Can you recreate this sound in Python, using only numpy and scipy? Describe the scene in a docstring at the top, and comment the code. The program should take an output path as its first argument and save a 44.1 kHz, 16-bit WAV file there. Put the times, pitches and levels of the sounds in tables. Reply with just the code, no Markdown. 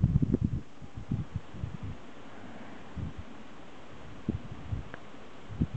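"""Small wind turbine in gusty open country

Three blades spin on a steel mast, tearing the air into a rush that swells with the wind. The mast
drones; one surge of the rotor brings a rising swish and a faint generator hum. A thin whistle comes
and goes. Gusts tumble over the microphone in dull thumps, and something ticks once on the recorder."""
import sys
import numpy as np
from scipy import signal
from scipy.fft import rfft, irfft
from scipy.io import wavfile

SR = 44100
rng = np.random.default_rng(int(sys.argv[2]) if len(sys.argv) > 2 else 0)


def inscribe(sig):
    """Save sig as 16-bit PCM at rate SR to the path in sys.argv[1].

    A 1-D sig is mono; a 2-D sig holds one channel per row.
    Samples are clipped to [-1, 1] before scaling.
    """
    pcm = np.round(np.clip(np.atleast_2d(sig).T, -1, 1) * 32767)
    wavfile.write(sys.argv[1], SR, pcm.astype(np.int16))


N = 254016
TIME = np.arange(N) / SR
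BINS_HZ = np.maximum(np.arange(N // 2 + 1) * SR / N, 1)

# The rotor's swell with the wind, before each layer's trim: time_s, rush_db, edge_hiss_db
ROTOR_SWELL = [(0, -59, -68), (.65, -59, -67), (1.5, -54.5, -62), (2.55, -53.5, -63), (3.4, -54, -62),
               (5.76, -54, -59.5)]
SURGE_START_S, SURGE_HOLD_S, SURGE_ATTACK_S, SURGE_RELEASE_S = 2.36, .36, .24, .24


def blades(rush_trim_db=1.5, edge_trim_db=-8.0, pass_hz=27.6, throb_db=.5, patchy_db=.48):
    """Air torn at the blade edges; the rush throbs lightly as each blade passes."""
    # Body of the rush: frequency_hz, level_db
    rush_spectrum = [(190, -33.5), (330, 0.5), (420, 0), (453, 1), (576, -1.5), (664, -1), (932, -5),
                     (1090, -2.5), (1320, -6.5), (1780, -9.5), (2030, -10.5), (2190, -11.5), (3210, -14),
                     (4500, -31), (5850, -54.5), (9900, -120)]
    # Hiss of the blade edges: frequency_hz, level_db
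    edge_spectrum = [(900, -28), (2200, -2.5), (3300, 0), (3800, -4.5), (4500, -24.5), (7000, -53)]
    rush_db, edge_db = in_time(ROTOR_SWELL)
    rush = from_db(rush_db + rush_trim_db + patchy_db * drift(26)) * coloured(rush_spectrum)
    edge = from_db(edge_db + edge_trim_db) * coloured(edge_spectrum)
    pass_phase = phase_of(pass_hz * (1 + .099 * drift(1.6)))
    return (rush + edge + swish()) * from_db(throb_db * np.sin(pass_phase))


def swish(pitch_hz=690.7, rise_hz_per_s=260, level_db=-55.5):
    """Vortices shed by the blades sing in breathy bands that rise with the rotor's speed."""
    # Vortex bands: pitch_ratio, width_hz, level_db
    vortex_bands = [(1, 296, -2), (1.221, 161, -10.5), (2.1, 340, -7), (2.35, 259, -9), (2.95, 140, -13.5)]
    glide_s = np.clip(TIME - SURGE_START_S, -SURGE_ATTACK_S, SURGE_HOLD_S + SURGE_RELEASE_S)
    phase = phase_of(pitch_hz + rise_hz_per_s * glide_s)
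    breath = np.zeros(N)
    for ratio, width_hz, db in vortex_bands:
        band = drift(width_hz / 2) * np.cos(ratio * phase) + drift(width_hz / 2) * np.sin(ratio * phase)
        breath += from_db(db) * band
    return from_db(level_db) * surge() * breath


def surge():
    """The rotor surges once as it swings across the wind, driving swish, hum and drone: 0 to 1."""
    return envelope(SURGE_START_S, SURGE_HOLD_S, SURGE_ATTACK_S, SURGE_RELEASE_S)


def mast(over_rush_db=.06, surge_lift_db=2.5, flutter_db=2.5):
    """The shaking turbine head sets the steel tube droning; the generator hums through it in the surge."""
    # Resonances of the tube: pitch_hz, width_hz, level_db
    tube_modes = [(172, 230, -8), (229.8, 67, -1), (284.2, 32, 0), (403, 19, -14.5)]
    rush_db, _ = in_time(ROTOR_SWELL)
    drone_db = rush_db + over_rush_db + surge_lift_db * surge()
    drone = from_db(drone_db + flutter_db * drift(25)) * resonant(tube_modes)
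    hum = surge() * tone(hz=98.9, db=-64.5, waver=.017, flutter_db=4.0)
    return drone + hum


def gusts(attack_s=.011, release_s=.018, breeze_db=-61):
    """Strength of the wind at the microphone: gusts on top of a light breeze."""
    # Gust cues: start_s, hold_s, level_db
    cues = [(0.013, 0.17, -32), (0.216, .15, -36.5), (0.431, 0.038, -32.5), (.52, .065, -33),
            (0.826, 0.014, -43.5), (0.966, 0.047, -41), (1.111, .11, -36), (1.335, 0.038, -42),
            (1.548, 0.18, -44), (1.841, 0.084, -37), (2.975, .12, -39), (3.178, 0.025, -46),
            (3.942, .27, -51), (4.292, 0.075, -40), (4.445, .43, -49), (4.723, .07, -36.5),
            (5.496, 0.059, -45), (5.604, 0.023, -29), (5.749, 0.0093, -38)]
    power = sum((from_db(db) * envelope(s, hold, attack_s, release_s)) ** 2 for s, hold, db in cues)
    return np.sqrt(power + from_db(breeze_db) ** 2)


def turbulence(trim_db=-1.0, lumpy_db=2.0, window_s=.03, bright_above_hz=230, full_gust_db=-32):
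    """Wind buffets the microphone: a lumpy low rumble, louder and brighter in the stronger gusts."""
    # Colour of the buffeting: frequency_hz, level_db
    buffet_spectrum = [(20, -20.5), (35, -2), (70, 2.5), (140, -2.5), (240, -10), (330, -16.5),
                       (480, -29.5), (900, -53), (2000, -79.5)]
    rumble = coloured(buffet_spectrum)
    window = signal.windows.hann(int(window_s * SR))
    local_power = signal.fftconvolve(rumble ** 2, window, "same")
    rumble = rms_one(rumble / np.sqrt(local_power))   # steady before the gusts shape it
    low = signal.sosfiltfilt(signal.butter(2, bright_above_hz, fs=SR, output="sos"), rumble)
    strength = gusts()
    brightness = (strength / from_db(full_gust_db)) ** .3
    return strength * from_db(trim_db + lumpy_db * drift(20)) * (low + brightness * (rumble - low))


def eddies(trim_db=-.5, lopsided=.24, usual_db=-20, hard_db=-11.5, core_db=-23.0, core_s=.0008):
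    """Each eddy is a suction dip between two pressure swings; hard ones are shorter, with a sharp core."""
    # Strong pressure dips of wind on the microphone; dips a few milliseconds apart sound as one thump:
    # centre_s, peak_db, pitch_hz
    strong_dips = [(.041, -11.5, 116), (.0575, -18.5, 195), (.1019, -21, 168), (.1426, -21, 144),
                   (.162, -10, 130), (.227, -14.5, 190), (.2346, -13, 172), (.2863, -23.5, 128),
                   (.3018, -18, 174), (.326, -19, 181), (.3415, -11.5, 212), (.3496, -14.5, 290),
                   (.42, -21, 111), (.4487, -15.5, 170), (.5373, -23, 109), (1.1202, -17.5, 174),
                   (1.142, -21, 111), (1.2068, -25.5, 128), (1.3605, -22, 135), (1.6388, -22, 114),
                   (1.747, -28, 136), (2.9828, -29.5, 158), (3.029, -26, 105), (3.1945, -31.5, 80),
                   (4.2905, -16, 249), (4.2996, -17, 262), (4.3499, -24, 99), (4.5226, -29, 116),
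                   (4.7332, -23, 107), (5.6115, -23, 152), (5.6198, -15, 205), (5.6363, -19.5, 142)]
    thumps = np.zeros(N)
    swirl_clock = TIME + .14 * np.cumsum(drift(110)) / SR   # the swirl runs unevenly
    rows = list(strong_dips) + small_eddies()
    for (centre_s, db, hz), skew in zip(rows, rng.standard_normal(len(rows))):
        centre = min(int(centre_s * SR), N - 1)
        near = slice(max(centre - SR // 20, 0), centre + SR // 20)
        since_s = TIME[near] - centre_s
        half_width_cycles = min(.35 * np.exp(.02 * (usual_db - db)), .5)
        swing = -np.cos(2 * np.pi * hz * (swirl_clock[near] - swirl_clock[centre]) + lopsided * skew)
        thumps[near] += from_db(db + trim_db) * swing / np.cosh(since_s * hz / half_width_cycles)
        core_depth = from_db(core_db + 3.7 * min(db - hard_db, 0))   # falls away fast in softer eddies
        thumps[near] -= core_depth * np.exp(-np.abs(since_s) / core_s)   # the cusp crackles
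    return thumps


def small_eddies(per_s=45, over_gust_db=4.5, spread_db=2, pitch_hz=129.3, spread_octaves=.38):
    """Small eddies arrive at random, scaled by the gust that carries them: centre_s, peak_db, pitch_hz."""
    arrivals = np.flatnonzero(rng.random(N) < per_s / SR)
    size, detune = np.clip(rng.standard_normal((len(arrivals), 2)), -2, 2).T
    peak_db = 20 * np.log10(gusts()[arrivals]) + over_gust_db + spread_db * size
    return list(zip(arrivals / SR, peak_db, pitch_hz * 2 ** (spread_octaves * detune)))


def tick(start_s=4.9405, touch_db=-25.5, soften_hz=2700):
    """A light touch rings the recorder's case for a few milliseconds."""
    # Modes of the case: pitch_hz, level_db, t60_s
    case_modes = [(334, -5, .011), (670, -4.5, 0.0085), (1280, -5, 0.0041), (1610, -2, 0.013),
                  (2920, -6.5, .004)]
    touch = np.zeros(N)
    touch[int(start_s * SR)] = from_db(touch_db)
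    ringing = sum(from_db(db) * ring(touch, hz, t60) for hz, db, t60 in case_modes)
    return signal.sosfilt(signal.butter(4, soften_hz, fs=SR, output="sos"), ringing)


def whistle():
    """A thin whistle fades in and out once."""
    fade = envelope(start_s=.88, hold_s=.3, attack_s=.09, release_s=.09)
    return fade * tone(hz=805, db=-64.5, waver=.012, flutter_db=1.0)


def hiss(level_db=-68):
    """The microphone's own faint, steady hiss."""
    # Colour of the hiss: frequency_hz, level_db
    hiss_spectrum = [(30, 0.5), (100, 0.5), (400, 1.5), (3000, -2), (5000, -0.5), (7300, -0.5), (8100, -7),
                     (8700, -21.5)]
    return from_db(level_db) * coloured(hiss_spectrum)


def from_db(db):
    """Decibels to gain."""
    return 10 ** (np.asarray(db) / 20)


def rms_one(x):
    """Scale to unit power."""
    return x / np.sqrt(np.mean(x ** 2) + 1e-20)


def in_time(rows):
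    """Each column of a curve, at every sample."""
    time_s, *columns = np.transpose(rows)
    return [np.interp(TIME, time_s, column) for column in columns]


def envelope(start_s, hold_s, attack_s, release_s):
    """Swells exponentially up to the start, holds at 1, then dies away."""
    swell = np.minimum(TIME - start_s, 0) / attack_s
    decay = np.maximum(TIME - start_s - hold_s, 0) / release_s
    return np.exp(swell - decay)


def noise(gain):
    """Unit-power noise shaped by a gain at each frequency."""
    return rms_one(irfft(rfft(rng.standard_normal(N)) * gain, N))


def drift(rate_hz):
    """Random wander of spread 1, mostly slower than the rate."""
    return noise(1 / (1 + (BINS_HZ / rate_hz) ** 2))


def coloured(spectrum):
    """Noise that follows a spectrum of frequency_hz, level_db points."""
    hz, db = np.transpose(spectrum)
    return noise(from_db(np.interp(np.log(BINS_HZ), np.log(hz), db)))


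def resonant(peaks):
    """Noise that rings in steep-sided resonances."""
    return noise(sum(from_db(db) / (1 + ((BINS_HZ - hz) / width * 2) ** 2) for hz, width, db in peaks))


def phase_of(hz):
    """Running phase of a moving pitch, in radians."""
    return 2 * np.pi * np.cumsum(hz) / SR


def tone(hz, db, waver, flutter_db):
    """A sine, unsteady in pitch and level."""
    phase = phase_of(hz * (1 + waver * drift(12)))
    return np.sqrt(2) * from_db(db + flutter_db * drift(6.5)) * np.sin(phase)


def ring(clicks, hz, t60_s):
    """Each click sets a decaying sine ringing."""
    decay = from_db(-60 / (t60_s * SR))
    step = 2 * np.pi * hz / SR
    return signal.lfilter([0, np.sin(step)], [1, -2 * decay * np.cos(step), decay ** 2], clicks + 1e-18)


def scene(bass_cut_hz=27.0):
    """The turbine some way off, wind and a tick right at the microphone, over a bed of hiss."""
    turbine = blades() + mast() + whistle()
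    # the small capsule is deaf to the deepest swings
    bass_cut = signal.butter(3, bass_cut_hz, "high", fs=SR, output="sos")
    wind = signal.sosfiltfilt(bass_cut, turbulence() + eddies(), padtype="even")
    return (turbine + wind + tick() + hiss())[None]


def record(dry, ceiling=.272, treble_cut_hz=8600, dc_offset=-.0075):
    """The hardest thumps clip and crackle; the treble is cut; the converter sits slightly off zero."""
    clipped = np.clip(dry, -ceiling, ceiling)
    treble_cut = signal.ellip(8, .1, 45, treble_cut_hz, fs=SR, output="sos")
    return signal.sosfiltfilt(treble_cut, clipped) + dc_offset


dry = scene()
out = record(dry)
inscribe(out)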